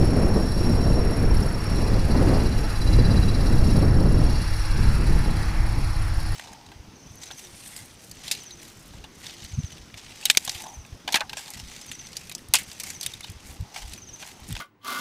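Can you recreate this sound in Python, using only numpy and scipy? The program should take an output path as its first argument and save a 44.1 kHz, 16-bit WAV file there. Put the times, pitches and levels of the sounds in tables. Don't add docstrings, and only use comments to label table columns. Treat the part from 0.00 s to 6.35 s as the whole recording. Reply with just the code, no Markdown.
import sys
import numpy as np
from scipy import signal
from scipy.fft import rfft, irfft
from scipy.io import wavfile
from scipy.ndimage import uniform_filter1d

SR = 44100
rng = np.random.default_rng(int(sys.argv[2]) if len(sys.argv) > 2 else 0)


def volts_from_decibels(level):
    exponent = np.asarray(level, float) / 20
    return 10 ** exponent


def wav_record(signal):
    frames = np.transpose(np.atleast_2d(signal))
    bounded = np.clip(frames, -1, 1)
    quanta = np.round(bounded * 32767).astype(np.int16)
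    wavfile.write(sys.argv[1], SR, quanta)


N = 280035

# frequency in Hz, unsteadiness in Hz, level in dB.
FAR_HUM = [
    (101, 1.5, -29.5),
    (157, 2.5, -47),
    (315, .8, -43),
]
# time in seconds, half length in seconds, frequency in Hz, level in dB.
BIRD_CHIRP = (5.45, .07, 5960, -50)
# time in seconds, level in dB.
GUST_STRENGTH = [(0, -.5), (.4, 1.5), (.55, -3.5), (.95, 0), (1.45, -6), (1.62, -15), (1.85, -3.5),
                 (2.04, -9.5), (2.18, 1.5), (2.36, 1.5), (2.45, -6.5), (2.8, -13.5), (2.95, -6.5),
                 (3.45, -6.5), (4.02, 0), (4.3, -7.5), (4.5, -19.5), (6.35, -25.5)]
# frequency in Hz, level in dB per Hz.
WIND_SPECTRUM = [(4.7, -29), (8.0, 1.5), (37, -0.5), (186, -10), (605, -26), (1030, -35.5), (1920, -43.5),
                 (2110, -51), (2500, -61), (3250, -62), (5500, -120)]
# frequency in Hz, share of its swing, level in dB.
GUST_RESPONSE = [(35.3, 0.14, -2), (112, 0.28, -2.5), (222, 0.67, -1.5), (377, 0.83, 1), (1500, 0.84, -0.5)]
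# time in s, half length in s, level in dB, size in Hz.
EDDIES_AT_PORT = [(0.426, 0.17, -3.5, 49.5), (0.484, 0.038, -5, 317), (1.04, 0.086, -6, 130),
                  (1.15, 0.036, -7.2, 49.6), (1.344, 0.08, 5.5, 30), (1.584, 0.12, -7.5, 50),
                  (1.864, 0.045, -3.5, 131), (2.056, 0.041, -1, 50), (2.15, 0.18, 2.5, 495),
                  (2.723, 0.11, -8.5, 77.4), (2.934, 0.16, 5, 49.7), (3.083, 0.15, 7, 130),
                  (3.12, 0.1, -4.5, 30), (3.187, 0.027, 4.5, 80), (3.568, 0.1, 6.0, 29.7),
                  (3.795, 0.2, 5, 126), (4.123, 0.21, 4.5, 82.5), (4.46, 0.05, -6.7, 506),
                  (4.62, 0.14, -10.5, 200), (4.836, 0.062, 7.5, 330), (4.87, 0.14, 8.5, 78),
                  (5.122, 0.14, 12.7, 340), (5.157, 0.096, 9, 30.2), (5.208, 0.043, -7, 500),
                  (5.312, 0.059, 10, 317), (5.61, 0.05, 4.5, 50), (5.78, 0.03, 10, 320),
                  (5.924, 0.13, 0.5, 30), (5.93, 0.08, -5.6, 500), (6.15, 0.22, -6, 315)]
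# time in seconds, frequency in Hz.
MOTOR_PITCH = [(0, 3369), (.2, 3366), (.6, 3391), (1, 3391), (1.4, 3378), (1.65, 3372), (2, 3393),
               (2.3, 3402), (2.75, 3390), (3, 3392), (3.3, 3365), (3.6, 3345), (4, 3357), (4.5, 3376),
               (5.1, 3370), (5.4, 3350), (5.9, 3353), (6.35, 3336)]
# multiple of the motor tone, level in dB.
MOTOR_HARMONICS = [(.25, 11.5), (1, 4), (1.5, -12), (1.752, 3), (2.001, -1.5), (3.75, -15)]
# time in seconds, main gear in dB, tail gear in dB, flank shown (0-1).
SIDE_SHOWN = [(0, -44.5, -67, .1), (.8, -42.5, -54.5, 0.17), (1.5, -45.5, -69, 0.13),
              (1.82, -44.5, -55.5, 0.5), (2.0, -54, -54, 0.7), (2.3, -53, -57, 0.9),
              (2.65, -49, -51.5, 0.64), (2.8, -52, -45, 0.7), (2.95, -55, -43, .9), (3.25, -51, -44, 1),
              (3.5, -50, -50.5, .7), (3.78, -46.5, -52, 0.35), (4.0, -47, -58, 0.26), (4.4, -48, -58, 1),
              (5.0, -52, -57.5, 0.63), (5.15, -52.5, -57, 0.74), (6.35, -54, -72, 0.2)]
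# time in seconds, throb in dB once a turn, throb in dB
NOSE_TURN = [(0, 2, 1, .45, .2), (1.2, 2, 2, .45, .25), (1.32, 2, 12, .25, .3), (1.55, 2, 14, .25, .3),
             (1.65, 2, 3, .85, .4), (1.9, 3, 3, .6, .5), (2.2, 11, 9, .3, .3), (3.4, 9, 8, .35, .45),
             (3.7, 10, 15, .25, .4), (4.9, 9, 13, .25, .4), (5.2, 4, 5, .3, 1.0), (6.35, 4, 5, .2, 1.6)]
# multiple of the motor tone, level in dB, throb angle in turns,
# throb depth in dB, spread of side tones in rotor orders.
MAIN_MESH = [(1.6235, 2.5, 0.45, 3, 2.5)]
MESH_OVERTONES = [(3.247, .5, 0.017, 15, 9.9)]
MESH_ODD_HARMONICS = [(.815, 5.5, 0.78, 11.4, 5.8), (2.4352, -4, .89, 20, 33)]
TAIL_GEARS = [(1.1735, 1, 0.016, 21.5, 0.3), (1.2, -11, .0, 9.7, 1.2), (1.414, -6, 0.031, 25, 5.0)]
# time in seconds, level in dB.
AIR_LEVEL = [(0, -50), (1.2, -50), (1.31, -52), (1.36, -48.5), (1.55, -52), (1.7, -48.5), (2.0, -51.5),
             (2.1, -49), (3.2, -50), (3.45, -48.5), (3.61, -50), (3.68, -46), (3.89, -53), (4.3, -50),
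             (5.0, -49.5), (5.3, -51), (5.8, -51.5), (6.35, -50)]
# time in seconds, level in dB.
BLADE_LOADING = [(0, -44.5), (.7, -45.5), (1.3, -42.5), (3.25, -42.5), (4.14, -44.5), (4.58, -41.5),
                 (5.45, -41.5), (6.35, -44.5)]
# frequency in Hz, level in dB per Hz.
SWISH_SPECTRUM = [(200, -19), (340, -4.5), (387, -13), (895, -2), (1080, -5), (1340, -3), (1480, -5.5),
                  (1630, -4.5), (2600, -9.5), (2930, -16.5), (3600, -22), (4680, -37), (7920, -120)]
RASP_SPECTRUM = [(2900, -12), (3600, -9), (3850, -3), (4250, 4.5), (4800, 1.5), (5200, -0.5), (5900, -1.5),
                 (6200, -41), (6600, -47)]
HISS_SPECTRUM = [(2800, -8.5), (3500, -5), (6300, -6), (6800, -2), (7300, -5), (7750, -10.5), (8100, -2),
                 (9000, -7.5), (10300, 0), (11000, 2), (11600, -14), (13200, -10.5), (14500, -13),
                 (15700, -24)]
# frequency in Hz, depth in dB once a turn, depth in dB once a blade.
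HISS_BEAT = [(3000, -13, -5), (6700, -1.4, 3.5), (8650, 2.5, 5.5), (10400, -0.5, 0.5), (11700, 3.5, 5),
             (15000, -1, 5.5)]

TURNS_PER_S, FIRST_TURN = 16.897, .152
EDDY_OCTAVES = 1.46
# dB nose on, dB gained flank on
MOTOR_SEEN, ODD_SEEN, RASP_SEEN = (-67.5, 8.6), (-67, 10.7), (-48.5, 4.7)


def rms_one(x):
    return x / np.sqrt(np.mean(np.abs(x) ** 2) + 1e-20)


def in_time(rows):
    s, *columns = np.transpose(rows)
    return [np.interp(np.arange(N) / SR, s, c) for c in columns]


def drift(rate):
    r = np.exp(-80 * np.pi * rate / SR)
    noise = rng.standard_normal(N // 40 + 2002)
    slow = signal.lfilter([1], [1, -2 * r, r * r], noise)[2000:]
    return np.interp(np.arange(N) / 40, np.arange(len(slow)), rms_one(slow))


def coloured(spectrum, patchy_db, rate, per_octave):
    hz = np.arange(N // 2 + 1) * SR / N + 1e-3
    at, level_db = np.transpose(spectrum)
    shape = volts_from_decibels(np.interp(np.log(hz), np.log(at), level_db, left=-90, right=-90))
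    whole = rfft(rng.standard_normal(N)) * shape / np.sqrt(np.mean(shape ** 2))
    step = np.log2(hz / at[0]) * per_octave
    for k in range(int(np.log2(at[-1] / at[0]) * per_octave) + 2):
        band = irfft(whole * np.clip(1 - abs(step - k), 0, 1), N)
        yield at[0] * 2 ** (k / per_octave), band * volts_from_decibels(patchy_db * drift(rate))


def steady(x):
    return x / np.sqrt(uniform_filter1d(np.abs(x) ** 2, int(3 * SR / TURNS_PER_S)))


def throb(turn, angle, depth_db, count=1, sharp=1.2):
    nearness = .5 + .5 * np.cos(2 * np.pi * count * (turn - angle))
    return steady(volts_from_decibels(depth_db * nearness ** sharp))


def evened(band, hz, share):
    swell = np.sqrt(uniform_filter1d(band ** 2, int(3.0 * SR / hz)) + 1e-12)
    return band * (np.std(band) / swell) ** np.clip(share, 0, 1)


def far_hum():
    t = np.arange(N) / SR
    return sum(volts_from_decibels(db + 0.21 * drift(width)) * np.sin(2 * np.pi * hz * t + 0.28 * drift(width))
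               for hz, width, db in FAR_HUM)


def bird_chirp():
    t = np.arange(N) / SR
    s, half, hz, db = BIRD_CHIRP
    envelope = np.exp(-((t - s) / half) ** 2)
    return volts_from_decibels(db) * envelope * np.sin(2 * np.pi * hz * t + 2.0 * drift(30))


def wind():
    t = np.arange(N) / SR
    coarse_t = t[::40]
    gust_db, = in_time(GUST_STRENGTH)
    at, share, level_db = np.transpose(GUST_RESPONSE)
    rows = np.arange(len(at))
    eddies = [(db * np.exp(-((coarse_t - s) / half) ** 2), size_hz)
              for s, half, db, size_hz in EDDIES_AT_PORT]
    out, flutter = 0, drift(26.6)
    for hz, band in coloured(WIND_SPECTRUM, 0.92, 9.3, per_octave=2):
        place = np.interp(np.log(hz), np.log(at), rows)
        near = np.clip(hz, at[0], 600.)
        struck_db = sum(db * np.exp(-(np.log2(near / size_hz) / EDDY_OCTAVES) ** 2)
                        for db, size_hz in eddies)
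        change_db = np.interp(place, rows, share) * gust_db + np.interp(place, rows, level_db)
        change_db = change_db + np.interp(t, coarse_t, struck_db)
        change_db = change_db + 0.62 * min(place, 3) * flutter
        out = out + evened(band, hz, .6 - 0.31 * place) * volts_from_decibels(change_db)
    return volts_from_decibels(-14.5) * out


def blade_swish(turn):
    loading_db, = in_time(BLADE_LOADING)
    noise = sum(band for hz, band in coloured(SWISH_SPECTRUM, 1.68, 3.3, per_octave=4.01))
    return volts_from_decibels(loading_db + 3.5) * noise * throb(turn, .03, 0.97)


def blade_rasp(turn, flank, tail_db, shared_db):
    nose_on_db, flank_gain_db = RASP_SEEN
    level_db = nose_on_db + flank_gain_db * flank + 0.95 * shared_db
    depth_db = 5.5 + .25 * (tail_db - tail_db.mean())
    noise = sum(band for hz, band in coloured(RASP_SPECTRUM, 1.5, 5, per_octave=6))
    return volts_from_decibels(level_db + 0.5) * noise * throb(turn, .01, depth_db)


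def blade_hiss(turn, air_db):
    at, turn_db, blade_db = np.transpose(HISS_BEAT)
    gusty = volts_from_decibels(0.61 * drift(13))
    slap = np.clip(1 + 0.37 * drift(9.7), 0, 1.6)
    out = 0
    for hz, band in coloured(HISS_SPECTRUM, 0.62, 2.1, per_octave=4.1):
        once = throb(turn, 0.99, np.interp(hz, at, turn_db))
        blade = throb(turn, 0.48, np.interp(hz, at, blade_db) * slap, count=2, sharp=5.6)
        level_db = 0.14 + 2.5 if hz < 11300 else -9 + 12.5
        out = out + band * once * blade * volts_from_decibels(air_db + level_db)
    return gusty * out


def gear(rows, motor_turns, turn, rough, sharp, extra=0):
    out = 0
    for multiple, level_db, angle, depth_db, spread in rows:
        teeth = 1 + extra
        for order in range(1, 13):
            for sign in (-1, 1):
                phase = 2 * np.pi * (sign * order * turn + rng.random()) + 0.43 * drift(0.41)
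                size = rough * np.exp(-order / spread) * volts_from_decibels(4.1 * rng.standard_normal())
                teeth = teeth + size * np.exp(1j * phase)
        runout = .6 * multiple * np.sin(2 * np.pi * (turn - .2))
        phase = 2 * np.pi * multiple * motor_turns + runout + 0.82 * drift(6)
        tone = np.real(steady(teeth) * np.exp(1j * phase))
        out = out + volts_from_decibels(level_db + 1.8 * drift(4.3)) * tone * throb(turn, angle, depth_db, sharp=sharp)
    return np.sqrt(2) * out


def main_whine(motor_turns, turn):
    once_db, blade_db, side, rough = in_time(NOSE_TURN)
    drive = side * (np.exp(8j * np.pi * (turn - .15)) + .4 * np.exp(12j * np.pi * (turn - .4)))
    whine = gear(MAIN_MESH, motor_turns, turn, rough, 1.4, extra=drive)
    whine = whine * throb(turn, 1.0, once_db)
    return steady(whine * throb(turn, 0.38, blade_db, count=2, sharp=1))


def gears(motor_turns, turn, main_db, tail_db, flank, shared_db):
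    over_db = -52.5 + 0.53 * (main_db - main_db.max()) + shared_db
    odd_db = ODD_SEEN[0] + ODD_SEEN[1] * flank + shared_db
    out = volts_from_decibels(main_db + 1.34 + .5 * shared_db) * main_whine(motor_turns, turn)
    out = out + volts_from_decibels(over_db) * gear(MESH_OVERTONES, motor_turns, turn, 2.2, 4.3)
    out = out + volts_from_decibels(odd_db) * gear(MESH_ODD_HARMONICS, motor_turns, turn, 1.2, 4.0)
    return out + volts_from_decibels(tail_db) * gear(TAIL_GEARS, motor_turns, turn, .12, 1.3)


def motor(motor_turns, flank):
    level_db = MOTOR_SEEN[0] + MOTOR_SEEN[1] * flank
    song = sum(volts_from_decibels(db + 2.0 * drift(3.5))
               * np.sin(2 * np.pi * k * motor_turns + 0.46 * max(k, 1.2) * drift(5.5))
               for k, db in MOTOR_HARMONICS)
    return volts_from_decibels(level_db - 0.5) * song


def helicopter():
    motor_hz, = in_time(MOTOR_PITCH)
    motor_turns = np.cumsum(motor_hz) / SR
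    turn = FIRST_TURN + TURNS_PER_S * motor_turns / motor_hz.mean()
    main_db, tail_db, flank = in_time(SIDE_SHOWN)
    air_db = in_time(AIR_LEVEL)[0] + 0.74 * drift(8.8)
    shared_db = air_db - air_db.mean()
    blades = blade_swish(turn) + blade_rasp(turn, flank, tail_db, shared_db) + blade_hiss(turn, air_db)
    gearing = gears(motor_turns, turn, main_db, tail_db, flank, shared_db)
    return blades + gearing + motor(motor_turns, flank)


def scene():
    return (far_hum() + bird_chirp() + wind() + helicopter())[None]


def band_limit(x):
    return signal.sosfilt(signal.butter(12, 15740, fs=SR, output="sos"), x)


def record(dry):
    rounded = 2.5 * np.tanh(dry / 2.5) + .0045
    return band_limit(rounded)


dry = scene()
out = record(dry)
wav_record(out)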